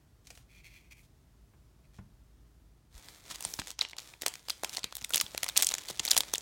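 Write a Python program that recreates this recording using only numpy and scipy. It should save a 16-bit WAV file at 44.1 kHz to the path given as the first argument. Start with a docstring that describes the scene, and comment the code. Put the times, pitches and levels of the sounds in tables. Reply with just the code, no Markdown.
"""Cards and a foil pack

Hands work over a cloth mat on a table, close up in a quiet, faintly humming room.
Cards hiss and tap as they are slid aside and put down; then a foil pack is drawn over the mat,
gripped, and torn open at its seam. Every crease that buckles gives one short, ringing snap;
between snaps the foil rustles under the fingers, and the table and pack take a few soft bumps."""
import sys
import numpy as np
from scipy import signal
from scipy.fft import rfft, irfft
from scipy.io import wavfile

SR = 44100
rng = np.random.default_rng(int(sys.argv[2]) if len(sys.argv) > 2 else 0)


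def to_wav(s):
    """Save 16-bit WAV."""
    ch = np.atleast_2d(s).T  # columns
    pcm = np.round(np.clip(ch, -1, 1) * 32767)  # PCM
    wavfile.write(sys.argv[1], SR, pcm.astype(np.int16))


N = 282681

# fader on the room tone: t/s, level/dB
ROOM_TONE_FADER = [(0, -58.5), (2.6, -58.5), (3.6, -64.5), (6.41, -62)]
# rumble and hiss of the room: f/Hz, level/dB
ROOM_TONE_EQ = [(15, -29), (25, -18.5), (55, -2.5), (84, -14), (123, -10), (170, -18), (256, -23),
                (354, -24.5), (560, -34.5), (624, -30), (754, -35), (1070, -35.5), (2480, -42), (5430, -43),
                (16000, -49)]
# reverb send, falling as the pack is lifted toward the microphone: t/s, level/dB
REVERB_SEND = [(0, -11), (3.5, -16), (4.6, -16), (5.15, -20), (6.4, -20)]
# soft bumps on the table and the stack in the pack: t/s, level/dB, pitch factor, ring factor, contact/s
BUMPS = [(1.988, -41.5, 1, 1.26, 0.003), (2.94, -39, 0.54, 0.83, 0.016), (3.46, -46, 1, 0.23, 0.0012),
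         (3.592, -36, 1.24, 0.21, 0.00076), (3.596, -47.5, 0.52, .8, 0.021),
         (4.842, -37.5, 2.45, 0.2, 0.0012), (5.02, -49, 1.18, 0.57, 0.0028),
         (5.144, -44.5, 1.7, 0.37, 0.0013), (5.236, -47, 1.086, .4, 0.0022),
         (5.909, -45, 1.9, 0.26, 0.0013), (6.001, -39, 2.1, 0.13, 0.0017), (6.187, -46, 2.7, 0.38, .001)]
# low modes that each bump scales by its own level and factors: f/Hz, level/dB, t60/s
BUMP_MODES = [(55, -19, 0.28), (104, 1.5, 0.11), (142.5, -8, 0.21), (194, -2, 0.21), (220.2, -14.5, 0.39),
              (294, -10.5, 0.046)]
# cards pushed over each other: t/s at the fastest, length/s, level/dB
CARD_SLIDES = [(0.528, 0.097, -65), (.585, 0.087, -60.5), (0.661, 0.062, -54), (0.751, 0.17, -59.5),
               (0.856, .08, -69.5), (0.92, .034, -53.5), (0.988, 0.067, -63.5), (1.85, .04, -74.5),
               (1.95, 0.059, -78)]
# hiss of card on card: f/Hz, level/dB
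CARD_SLIDE_EQ = [(500, -20), (1200, -16), (1750, -11), (2100, 2.5), (2500, 6.5), (2900, -9), (3300, -2.5),
                 (3750, -13), (4350, -4), (5000, -13), (5900, -8), (7500, -14.5), (10500, -15.5),
                 (16000, -19)]
# card edges and fingers tapping: t/s, level/dB, t60/s, body/dB
CARD_TAPS = [(.271, -48.5, .03, 3), (.304, -44.5, 0.035, 11), (.312, -61, 0.026, 9),
             (0.352, -54.5, 0.032, 3), (0.375, -52, 0.022, 12), (0.921, -58, 0.046, 4),
             (1.536, -64, 0.1, 31), (1.944, -64, 0.055, 13), (1.986, -50, 0.05, 33), (2.979, -51, 0.012, 7)]
# tone of a tap: f/Hz, level/dB
CARD_TAP_EQ = [(100, -27), (450, -1.5), (700, -3), (1400, -7), (2500, 2.5), (7000, 6), (15000, -11.5)]
# fingers, foil and mat rubbing: t/s, length/s, low band level/dB, high band level/dB
RUBS = [(0.258, 0.11, -82, -67), (0.928, .1, -85, -72.5), (2.9, .1, -63.5, -68), (3.009, .17, -60, -63.5),
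        (3.22, 0.061, -59, -65), (3.28, 0.11, -54.5, -59.5), (3.409, 0.14, -54.5, -50.5),
        (3.645, 0.031, -54.5, -58), (3.76, 0.052, -60, -76), (3.964, .16, -59, -63),
        (4.173, 0.53, -62.5, -66.5), (4.644, 0.084, -61, -61), (4.79, .32, -64.5, -71),
        (5.09, 0.12, -58, -52), (5.227, 0.35, -57.5, -61.5), (5.546, 0.12, -52, -49.5),
        (5.693, 0.73, -56, -62.5)]
# tone of foil dragging on cloth and skin: f/Hz, level/dB
RUSTLE_EQ = [(100, 7), (300, 5), (700, 4), (1000, 3), (1700, 2), (2300, 4), (2800, -3), (3600, 4.5),
             (5000, -2), (6200, -2), (9000, 0.5), (10500, -1), (16000, -4)]
# scrapes of card and foil, and rips of the seam: t/s, length/s, level/dB
SCRAPES = [(0.24, .06, -67), (0.314, 0.093, -73), (.38, 0.067, -72), (1.026, 0.042, -71),
           (1.925, 0.069, -69), (3.294, 0.038, -46), (3.34, 0.021, -45), (3.586, 0.021, -39.5),
           (4.726, 0.026, -42), (4.978, 0.017, -49), (3.619, 0.093, -54), (5.143, 0.0117, -34),
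           (5.581, 0.025, -38), (5.626, 0.013, -30.5), (5.884, 0.022, -41.5), (6.028, 0.021, -45),
           (6.154, 0.031, -36.5)]
# average tone of a foil snap: f/Hz, level/dB
FOIL_EQ = [(100, -21.5), (250, -14), (450, -8), (800, -5), (1500, -6.5), (2100, -4), (3600, 1),
           (5000, -0.5), (6700, -.5), (9000, -5.5), (12000, -10.5), (16000, -15)]
# bends of the pack, each a run of small snaps: t/s, length/s, snap level/dB
BENDS = [(3.353, .008, -41), (3.434, .02, -44), (3.664, .02, -42), (3.887, 0.032, -51.5),
         (3.967, .04, -45.5), (4.208, 0.036, -47.5), (4.733, 0.061, -42), (5.005, 0.038, -43),
         (5.432, .012, -29), (5.48, 0.019, -34), (5.585, .036, -32.5), (5.7, .024, -36), (5.811, .075, -50),
         (5.902, .015, -38), (5.941, 0.036, -48.5), (6.057, 0.097, -34.5)]
# the loud creases buckling: t/s, level/dB, facet f/Hz, ring boost/dB, low body/dB, top edge/dB
LOUD_CREASES = [(3.086, -45.5, 1000, 10, 0, -5), (3.3098, -40.5, 1190, 16.5, 9, 4),
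                (3.4075, -37, 2980, 5, 8, 11), (3.4255, -37.5, 5730, 2, 12, 10),
                (3.4506, -27, 8700, 20.5, 6.5, -6.5), (3.5385, -32.5, 5630, 15, 2, 5),
                (3.5905, -34.5, 1030, 7, 7, -19), (3.597, -32.5, 1040, 10, -5.5, -8),
                (3.618, -40.5, 1700, 14, 3, -7), (3.705, -37, 6450, 14, -2, 3),
                (3.7148, -44, 8230, 6, -5, 2), (3.7914, -31.5, 1480, 14, 2, -5),
                (3.8116, -21, 4210, 18.5, -6, -6.5), (3.8182, -33.5, 1930, 10, 10, -13),
                (3.8264, -42, 2400, 4, 4, 5), (3.85, -35.5, 2080, 11, -2, -29),
                (3.9324, -41.5, 2250, 19, 14, -16), (3.985, -35, 4340, 13.5, 8, -2),
                (4.138, -47, 2390, 14, 14, -18), (4.2202, -32, 4470, 8, 10, 11),
                (4.2341, -39.5, 1860, 10, 17, -14), (4.263, -22, 2200, 4, 2, 1),
                (4.2748, -40, 2400, 15, 26, 4), (4.2816, -29, 4330, 8, 3, 10.5),
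                (4.339, -40, 1790, 4, -3, 1), (4.3551, -41.5, 2120, 13, 0, 0), (4.4855, -36, 4780, 5, 6, 1),
                (4.4984, -29.5, 1310, 8, 1, 5.5), (4.503, -27, 4680, 20, 0.5, 2.5),
                (4.6349, -29.5, 10600, 7, 14.5, -2), (4.6463, -28, 2600, 4, 7.5, 4),
                (4.695, -38, 4470, 10, -6, 0), (4.77, -28, 4470, 15, 5, 0), (4.7813, -40, 2080, 20, 27, 3),
                (4.8327, -40, 9500, 8, -8, -16), (4.8424, -27.5, 3800, 10.5, 4, -3.5),
                (4.925, -40, 1420, 10, 6, -4), (4.9534, -34.5, 4350, 9, 1, 15),
                (4.968, -34.5, 3540, 16, 8, 23), (5.0458, -30, 2150, 10, -18, 2),
                (5.0942, -40.5, 3840, 8, 6, 26), (5.1058, -36, 1440, 17, 19, 12),
                (5.1366, -24.5, 3180, 15.5, 6, 10), (5.1445, -21.5, 1530, 5, -10, -1),
                (5.1586, -20.5, 3860, 9, 2.5, 18), (5.1713, -29, 11000, 9, -3, -6),
                (5.1789, -26, 6200, 3, -9, 0), (5.2009, -25.5, 5400, 14, -2, -11),
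                (5.2121, -21.5, 1145, 14, -1.5, 6), (5.2645, -39.5, 3500, 8, 6, -13),
                (5.348, -35, 7300, 9, 19.5, -5), (5.378, -28.5, 11200, 7, -4, -4.5),
                (5.432, -24.5, 3340, 5.5, 8.5, 7), (5.464, -36, 2270, 14, 10, 3),
                (5.4885, -28.5, 1670, 15, -3, 5), (5.5606, -34.5, 2300, 15, 0, -9),
                (5.566, -25, 5324, 4, -5, -7), (5.5708, -24.5, 7650, 0, 2, 7.5),
                (5.5753, -14.5, 6440, 1.5, -17, 7.5), (5.6237, -18, 1340, 9, -7, 12),
                (5.6309, -25.5, 7120, 8, 6, 11), (5.646, -26, 6620, 14, -16, 12),
                (5.6689, -20.5, 8830, 8, -21, 4.5), (5.6892, -25.5, 6100, 9, -23, 2),
                (5.7399, -25, 6420, 7.5, 2, 1), (5.7511, -33.5, 7380, 2, 4, 2),
                (5.7831, -33.5, 2000, 6, -12, -2), (5.8855, -36, 4370, 14, -6, 9),
                (5.9018, -35.5, 4340, 16, 25.5, 16), (5.9958, -24.5, 2670, 0.5, -17, -7.5),
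                (5.9995, -31, 7380, 13.5, 3.5, -12), (6.052, -26.5, 2200, 9, -3, 10),
                (6.0782, -27.5, 4400, 22, 13, 2), (6.1098, -21.5, 6415, 11, -4, 12),
                (6.1138, -14.5, 4820, 10, -2.5, 8), (6.1321, -31.5, 3340, 15, 13.5, 5),
                (6.1664, -20.5, 3140, 6.5, 7, 0), (6.1772, -15.5, 5100, 6.5, 2, 14.5),
                (6.1839, -26, 9400, 15, 5, 8.5), (6.206, -22.5, 3430, 8.5, 3, 6),
                (6.235, -38.5, 8230, 3, 9, -10), (6.3378, -22.5, 5770, 5, 7, 11),
                (6.3488, -31, 3540, 19, 0, -5), (6.3558, -30, 1630, 13, -20, -3),
                (6.3812, -31.5, 7400, 14, 8, 7.5)]

CLICK_SAMPLES = 4096
CLICK_HZ = np.fft.rfftfreq(CLICK_SAMPLES, 1 / SR)


def undb(db):
    """Decibels to gain."""
    return 10 ** (np.asarray(db) / 20)


def unit(x):
    """Scale to rms 1."""
    return x / np.sqrt(np.mean(x ** 2) + 1e-20)


def decay(t, t60):
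    """A fade that falls 60 dB in t60 seconds."""
    return np.exp(-np.log(1000) * t / t60)


def fader(points):
    """Gain at every sample, from points of t/s, level/dB."""
    times, db = np.transpose(points)
    return undb(np.interp(np.arange(N) / SR, times, db))


def eq_curve(points, hz=CLICK_HZ):
    """dB at each frequency, joined on a log axis."""
    f, db = np.transpose(points)
    return np.interp(np.log(hz + 1), np.log(f), db)


def equalise(x, points):
    """Shape a whole track with an EQ curve; rms 1."""
    gain = undb(eq_curve(points, np.fft.rfftfreq(N, 1 / SR)))
    return unit(irfft(rfft(x) * gain, N))


def ring_through(x, db):
    """Minimum-phase EQ: the ringing follows the hit and never leads it."""
    cepstrum = irfft(np.log(undb(db)))
    half = len(x) // 2
    cepstrum[1:half] *= 2
    cepstrum[half + 1:] = 0
    return irfft(rfft(x) * np.exp(rfft(cepstrum)))


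def add(out, start_s, sound):
    """Mix a sound in at a time."""
    i = max(int(start_s * SR), 0)
    out[i:i + len(sound)] += sound[:max(N - i, 0)]


def click(t60, tone_db, kick):
    """A sudden kick and the waves that scatter in the sheet after it; the energy of 4 ms at rms 1."""
    t = np.arange(CLICK_SAMPLES) / SR
    push = rng.standard_normal(CLICK_SAMPLES) * decay(t, max(t60, 1e-3))
    push /= np.linalg.norm(push)
    push[0] = kick
    sound = ring_through(push, tone_db)
    return sound / np.linalg.norm(sound) * np.sqrt(.004 * SR)


def grains(per_s, spread_db):
    """Random tiny slips, most of them faint and a few strong."""
    strength = undb(spread_db * np.minimum(rng.exponential(size=N), 4))
    return unit((rng.random(N) < per_s / SR) * strength * rng.standard_normal(N))


def room_tone(hum_hz=52.6):
    """The bed: low rumble and faint hiss, with a wavering hum."""
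    air = equalise(rng.standard_normal(N), ROOM_TONE_EQ)
    waver = equalise(rng.standard_normal(N), [(3, 6), (12, -30), (40, -120)])
    hum = np.sin(2 * np.pi * hum_hz * np.arange(N) / SR + 0.37 * waver)
    return fader(ROOM_TONE_FADER) * (undb(-2) * air + undb(-5) * hum)


def room_reverb(send, t60=0.27, treble_t60=0.1, early_db=-4):
    """A few quick echoes off boxes and table, then a short, soft tail."""
    t = np.arange(SR // 2) / SR
    noise = rng.standard_normal(len(t))
    low = signal.sosfilt(signal.butter(1, 5000, fs=SR, output="sos"), noise)
    tail = low * decay(t, t60) + (noise - low) * decay(t, treble_t60)
    tail *= np.clip(t / 0.0083, 0, 1) ** 2
    echoes = rng.standard_normal(len(t)) * (rng.random(len(t)) < .05)
    early = echoes * (t > .002) * np.exp(-t / .007)
    response = tail / np.linalg.norm(tail) + undb(early_db) * early / np.linalg.norm(early)
    return signal.fftconvolve(send, response)[:N]


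def bumps():
    """A push sets off low, damped modes; small things ring higher and shorter, long contact is duller."""
    out, t = np.zeros(N), np.arange(SR // 2) / SR
    for start, db, pitch, ring, contact_s in BUMPS:
        modes = sum(undb(mode_db) * np.sin(2 * np.pi * hz * pitch * t) * decay(t, t60 * ring)
                    for hz, mode_db, t60 in BUMP_MODES)
        push = np.hanning(int(contact_s * SR))
        add(out, start, undb(db) * signal.fftconvolve(modes, push / push.sum()))
    return out


def cards():
    """Card faces hiss, swelling with the speed of each slide; their edges tap."""
    speed = np.zeros(N)
    for middle, length, db in CARD_SLIDES:
        add(speed, middle - length / 2, undb(db) * signal.windows.cosine(int(length * SR)))
    out = speed * equalise(grains(per_s=4300, spread_db=1), CARD_SLIDE_EQ)
    tap_tone = eq_curve(CARD_TAP_EQ)
    body_shelf = eq_curve([(1700, 1), (4000, 0)])
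    for start, db, t60, body_db in CARD_TAPS:
        add(out, start, undb(db) * click(t60, tap_tone + body_db * body_shelf, kick=0.3))
    return out


def rub_envelope(length_s, attack_s=0.053, release_s=0.074):
    """A rub builds up, then dies away once its length has passed."""
    t = np.arange(int((length_s + release_s) * SR)) / SR
    return np.clip(np.minimum(t / attack_s, 1 - (t - length_s) / release_s), 0, 1)


def foil_rustle(tick_db=-5, crossover_hz=6500, judder_per_s=35.4, judder_db=1.8):
    """Foil dragging on cloth and skin: dense micro-slips, and stray ticks from the smallest wrinkles."""
    slips = equalise(grains(per_s=9000, spread_db=1.5), RUSTLE_EQ)
    ticks = equalise(grains(per_s=220, spread_db=1), FOIL_EQ)
    texture = slips + undb(tick_db) * ticks
    low = unit(signal.sosfilt(signal.butter(4, crossover_hz, "low", fs=SR, output="sos"), texture))
    high = unit(signal.sosfilt(signal.butter(4, crossover_hz, "high", fs=SR, output="sos"), texture))
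    low_gain, high_gain = np.zeros((2, N))
    for start, length, low_db, high_db in RUBS:
        add(low_gain, start, undb(low_db) * rub_envelope(length))
        add(high_gain, start, undb(high_db) * rub_envelope(length))
    # the drag catches and frees unevenly
    catches = rng.standard_normal(1024)
    judder = unit(np.interp(np.arange(N) / SR * judder_per_s, np.arange(len(catches)), catches))
    return (low * low_gain + high * high_gain) * undb(judder_db * judder)


def scrapes_and_rips():
    """An edge drags, or the seam gives way, in a quick run of tiny breaks."""
    pull = np.zeros(N)
    for start, length, db in SCRAPES:
        add(pull, start, undb(db) * signal.windows.tukey(int(length * SR), .5))
    return pull * equalise(grains(per_s=3400, spread_db=3), FOIL_EQ)


def small_creases(per_s=115, spread_db=2, centre_hz=3980, spread_octaves=0.7):
    """Crackle: creases give way at uneven steps through each bend; rows laid out like LOUD_CREASES."""
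    ring_db, body_db, edge_db = 6.5, 3, 3
    rows = []
    for start, length, db in BENDS:
        count = max(round(length * per_s), 1)
        jitter = rng.random(64)
        strength, pitch = rng.standard_normal((64, 2)).T
        for k in range(count):
            onset = start + length * (k + jitter[k]) / count
            facet_hz = centre_hz * 2 ** (spread_octaves * pitch[k])
            rows.append((onset, db + spread_db * strength[k], facet_hz, ring_db, body_db, edge_db))
    return rows


def foil_snaps(creases, focus, lead_in_s=0.0019, lead_in_db=-16, lead_in_step_db=6.5):
    """Each buckling facet rings at its own pitch, fully at focus 1; broad adds body, sharp adds edge."""
    middling_hz, middling_db, middling_t60 = 3980, -32, 0.0093
    out = np.zeros(N)
    foil_tone = eq_curve(FOIL_EQ)
    body_shelf = eq_curve([(700, 1), (3000, 0)])
    edge_shelf = eq_curve([(4500, 0), (12000, 1)])
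    for start, db, facet_hz, ring_db, body_db, edge_db in creases:
        # lower facets and louder snaps ring longer
        t60 = middling_t60 * .85 ** np.log2(facet_hz / middling_hz) * 1.03 ** (db - middling_db)
        facet_peak = 1 / (1 + (np.log((CLICK_HZ + 1) / facet_hz) / 0.19) ** 2)
        tone = foil_tone + focus * ring_db * facet_peak + body_db * body_shelf + edge_db * edge_shelf
        add(out, start, undb(db) * click(t60, tone, kick=.6))
        # three faint, rising lead-in clicks soften the start of each snap
        for k in range(3):
            ahead_s = lead_in_s * (k + rng.uniform(.25, 1))
            click_db = db + lead_in_db - k * lead_in_step_db
            add(out, start - ahead_s, undb(click_db) * click(t60, tone, kick=0))
    return out


def scene():
    """The mono mix: foil snaps up front, handling around them, a little reverb and the room tone."""
    creases = LOUD_CREASES + small_creases()
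    handling = foil_rustle() + scrapes_and_rips() + cards() + bumps()
    # a facet beams its ring one way; the room hears all sides of the pack, so less of that pitch
    send = (foil_snaps(creases, focus=.15) + handling) * fader(REVERB_SEND)
    reverb = room_reverb(send)
    return (foil_snaps(creases, focus=1) + handling + reverb + room_tone())[None]


def record(dry, low_cut_hz=40, ceiling=.76, high_cut_hz=16300):
    """Master chain: drop the deepest bass, clip any peak over the ceiling, cut the very top."""
    low_cut = signal.butter(4, low_cut_hz, "high", fs=SR, output="sos")
    high_cut = signal.ellip(8, .2, 70, high_cut_hz, fs=SR, output="sos")
    clipped = np.clip(signal.sosfilt(low_cut, dry), -ceiling, ceiling)
    return signal.sosfilt(high_cut, clipped)


dry = scene()
out = record(dry)
to_wav(out)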